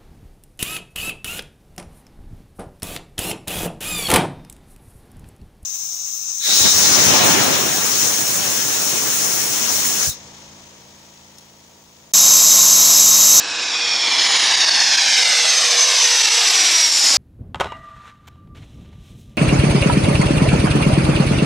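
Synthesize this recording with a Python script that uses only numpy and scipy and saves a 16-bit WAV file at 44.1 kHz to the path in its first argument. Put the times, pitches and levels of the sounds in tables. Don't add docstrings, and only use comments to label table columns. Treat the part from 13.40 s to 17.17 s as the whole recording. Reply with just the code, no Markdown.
import sys
import numpy as np
from scipy.fft import rfft, irfft, next_fast_len
from scipy.io import wavfile
from scipy.ndimage import map_coordinates

SR = 44100
rng = np.random.default_rng(int(sys.argv[2]) if len(sys.argv) > 2 else 0)


def wav_record(signal):
    frames = np.transpose(np.atleast_2d(signal))
    bounded = np.clip(frames, -1, 1)
    quanta = np.round(bounded * 32767).astype(np.int16)
    wavfile.write(sys.argv[1], SR, quanta)


N = 166257


def amp(db):
    return 10 ** (np.asarray(db) / 20)


def unit(x):
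    return x / np.sqrt(np.mean(np.abs(x) ** 2) + 1e-20)


def clock():
    return np.arange(N) / SR


def along(points, hz):
    point_hz, value = np.transpose(points)
    return np.interp(np.log(hz + 1), np.log(point_hz + 1), value)


def curves(rows):
    seconds, *columns = np.transpose(rows)
    return [np.interp(clock(), seconds, column) for column in columns]


def wobble(rate):
    knots = rng.standard_normal(4096)
    return map_coordinates(knots, [clock() * rate], mode="wrap")


def filtered(x, response):
    padded = next_fast_len(N + SR // 2)
    hz = np.fft.rfftfreq(padded, 1 / SR)
    return irfft(rfft(x, padded) * response(hz), padded)[..., :N]


def noise(colour):
    # frequency in Hz, correlation from 0 to 1.
    likeness = [(25, .75), (60, .96), (125, .994), (1000, .997), (2400, .992), (5000, .96), (12000, .94)]

    def response(hz):
        turn = np.arccos(np.clip(along(likeness, hz), -1, 1)) / 2
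        inside = (hz > colour[0][0] / 2) & (hz < colour[-1][0])
        return inside * amp(along(colour, hz)) * np.array([np.cos(turn), np.sin(turn)])

    mid, side = filtered(rng.standard_normal((2, N)), response)
    return unit(np.array([mid + side, mid - side]))


def band(level, colour, trim_db, flicker_db):
    level_db, = curves(level)
    flicker = amp(flicker_db * wobble(60))
    return amp(level_db + trim_db) * unit(flicker * noise(colour))


def over_ground(x, lag_ms, share):
    heard_at = np.arange(N) - lag_ms * SR / 1000
    mirror = np.array([map_coordinates(ear, [heard_at], order=3, mode="mirror") for ear in x])
    return (x + share * mirror) / np.sqrt(1 + share ** 2)


def jet_noise():
    # time in seconds, level in dB.
    rumble_level = [(0.0, -47.5), (1.0, -43.5), (2.72, -48), (3.31, -46), (3.47, -52), (3.77, -43.5)]
    roar_level = [(0.0, -36.5), (1.12, -28.5), (1.73, -33.5), (2.37, -28.5), (2.88, -32.5), (3.0, -29.5),
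                  (3.59, -35.5), (3.77, -28)]
    rush_level = [(0.03, -28), (0.98, -17.5), (1.37, -19.5), (1.75, -17.5), (2.54, -19.5), (3.28, -18.5),
                  (3.5, -22.5), (3.77, -22.5)]
    hiss_level = [(0.03, -27), (0.68, -20.5), (1.37, -14.5), (2.2, -16), (2.96, -15.5), (3.45, -16),
                  (3.7, -14)]
    fizz_level = [(0.03, -42.5), (1.13, -32), (1.21, -35.5), (1.69, -28), (3.41, -23.5), (3.5, -26),
                  (3.56, -22), (3.77, -23)]
    air_level = [(0.3, -67), (0.89, -48), (1.18, -51), (1.64, -45), (3.77, -36)]
    # frequency in Hz, relative density in dB per Hz.
    rumble_colour = [(25, -36), (60, -26), (120, -14), (210, -10.5), (320, 0), (400, -5), (560, -16)]
    roar_colour = [(330, -22), (480, -9), (700, -1), (1000, 0), (1350, -2), (1800, -11.5)]
    rush_colour = [(1100, -69), (1450, -7), (1700, -2.5), (2400, 0.5), (3000, 0), (3900, 4), (4400, -4),
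                   (5200, -33)]
    hiss_colour = [(3400, -31), (4300, -2.5), (5300, 2.5), (6000, -1.5), (6800, -7), (7400, -21),
                   (8400, -25)]
    fizz_colour = [(6000, -19), (7100, 1.5), (8000, -2.5), (9000, -8), (10300, -13), (11500, -29)]
    air_colour = [(9300, -28), (10600, -1), (12000, -5.5), (14000, -15.5), (15600, -22)]
    # time in seconds, lag in ms,
    # share of the treble returned, share of the roar returned (both as amplitude ratios).
    ground = [(0, .71, .25, .1), (.5, .88, .42, .15), (1, 1.006, .42, .2), (1.5, 1.174, .5, .4),
              (1.75, 1.293, .48, .45), (2, 1.46, .42, .5), (2.5, 1.83, .4, .6), (2.75, 2.11, .38, .6),
              (3, 2.39, .32, .58), (3.35, 2.99, .2, .5), (3.77, 3.7, .12, .3)]

    lag_ms, treble_share, roar_share = curves(ground)
    low = band(rumble_level, rumble_colour, trim_db=0.5, flicker_db=1.0)
    low += band(roar_level, roar_colour, trim_db=0.5, flicker_db=0.82)
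    treble = band(rush_level, rush_colour, trim_db=-0.5, flicker_db=0.5)
    treble += band(hiss_level, hiss_colour, trim_db=-2, flicker_db=0.48)
    top = band(fizz_level, fizz_colour, trim_db=-1, flicker_db=1.1)
    top += band(air_level, air_colour, trim_db=-1, flicker_db=1.5)
    return over_ground(low, lag_ms, roar_share) + over_ground(treble, lag_ms, treble_share) + top


def tone(hz, width_hz, fuzz):
    fuzz = np.clip(fuzz, 0, 1)
    smear = unit(wobble(2 * width_hz) + 1j * wobble(2 * width_hz))
    envelope = np.sqrt(1 - fuzz) + np.sqrt(fuzz) * smear
    carrier = np.exp(2j * np.pi * np.cumsum(hz) / SR)
    return np.sqrt(2) * np.real(envelope * carrier)


def turbines():
    # time in seconds, frequency in Hz.
    whine_pitch = [(0, 7200), (.4, 7062), (1, 6761), (1.6, 6513), (2.2, 6266), (2.8, 6029), (3.1, 5900),
                   (3.4, 5675), (3.55, 5475), (3.77, 5100)]
    # time in seconds, level in dB.
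    whine_level = [(0, -39), (.65, -38), (.95, -25), (1.35, -36), (1.52, -32), (1.6, -24), (1.68, -33),
                   (1.85, -32), (2.12, -19.5), (2.32, -21.5), (2.42, -16), (2.54, -21.5), (2.63, -19),
                   (2.8, -18), (2.97, -21), (3.2, -19.5), (3.42, -16), (3.55, -23), (3.77, -34)]
    fade_times = [.76, 2.055, 2.225, 2.345, 2.525, 2.695, 2.875, 3.02, 3.118, 3.305]
    # ratio to the whine, drift of the log ratio per second, peak level in dB,
    # time of the peak in seconds, half length in seconds, line width in Hz.
    blades = [(.358, -.056, -29.5, .6, .72, 22), (.358, -.056, -28.5, 1.9, .33, 8),
              (.641, .029, -29.5, .85, .6, 14), (.641, .029, -28.5, 2.05, .25, 8),
              (.775, -.015, -25, .7, .48, 80), (1.36, -.016, -35.5, 1.03, .3, 34),
              (1.36, -.016, -34.5, 2, .38, 40), (1.423, -.017, -41, 1.25, .5, 36),
              (2.14, -.031, -59, 1.2, .5, 35), (.258, 0, -28, 1.4, .55, 170),
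              (.46, .085, -26, .75, .42, 170), (.46, 0, -28, 2.9, .4, 110), (.668, 0, -23, 1.33, .12, 50),
              (1.31, 0, -30.5, 3.1, .4, 60), (1.304, 0, -23, 3.64, .17, 32), (.395, 0, -30.5, 3.36, .2, 20),
              (.94, 0, -24.5, 3.62, .08, 200), (.228, 0, -34.5, .1, .45, 170), (1.07, 0, -43, .35, .6, 130),
              (.722, 0, -26, 1.3, .2, 110), (.56, 0, -26.5, 1.2, .17, 170), (.305, 0, -32, 2.73, .16, 30),
              (.99, 0, -26, 3.7, .12, 130)]
    fade_depth_db, fade_half_s = 12, .017
    flutter_db = 1.6
    pure_hiss_hz = 100

    t = clock()
    whine_hz, = curves(whine_pitch)
    level_db, = curves(whine_level)
    fade_db = fade_depth_db * sum(np.exp(-((t - s) / fade_half_s) ** 2) for s in fade_times)
    flutter = amp(flutter_db * wobble(45.04))
    whine = unit(flutter * tone(whine_hz, width_hz=79, fuzz=0.096))
    out = amp(level_db - fade_db) * whine
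    for ratio, drift, peak_db, peak_s, half_s, width_hz in blades:
        beam = amp(peak_db) * np.exp(-((t - peak_s) / half_s) ** 2)
        blade_hz = whine_hz * ratio * np.exp(drift * t)
        flutter = amp(flutter_db * wobble(45))
        out += beam * unit(flutter * tone(blade_hz, width_hz, fuzz=width_hz / pure_hiss_hz))
    return out


def hum():
    # time in seconds, frequency in Hz, level in dB.
    hum_glide = [(0, 480, -47.5), (.35, 478, -44.5), (.7, 476, -46.5), (1.6, 481, -48.5),
                 (2.35, 479.7, -38.7), (2.8, 478.6, -44), (3.05, 465, -41.5), (3.55, 441, -52),
                 (3.77, 425, -54)]
    hz, level_db = curves(hum_glide)
    return amp(level_db) * tone(hz, width_hz=10, fuzz=.25)


def dips():
    # start in seconds, nominal depth in dB (recovery cuts it short).
    dip_rows = [(.875, 5), (0.978, 5.5), (1.156, 6), (1.19, 7), (1.25, 12), (1.296, 11), (1.56, 12),
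                (1.835, 8), (2.821, 6.5), (2.86, 6), (2.89, 9), (3.088, 9), (3.505, 8)]
    fall_s, recover_s = 0.0037, 0.01
    down_db = np.zeros(N)
    for start_s, depth_db in dip_rows:
        age = np.maximum(clock() - start_s, 0)
        down_db += depth_db * (1 - np.exp(-age / fall_s)) * np.exp(-(age / recover_s) ** 2)
    return amp(-down_db)


def scene():
    # time in seconds, left minus right in dB.
    drift_rows = [(1.2, -.25), (2.9, .25), (3.6, 1.1)]
    pan_db, = curves(drift_rows)
    jet = jet_noise() + turbines() + hum()
    flutter = amp(0.67 * wobble(60))
    pan = amp(np.outer([.5, -.5], pan_db))
    return jet * flutter * dips() * pan


def record(dry):
    # frequency in Hz, left minus right in dB.
    balance = [(900, -.2), (2000, -.5), (5000, -.8), (8500, -2.3), (13000, -.4)]
    top_hz = 15650

    def response(hz):
        return amp(np.outer([.5, -.5], along(balance, hz))) * (hz < top_hz)

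    return filtered(dry, response)


dry = scene()
out = record(dry)
wav_record(out)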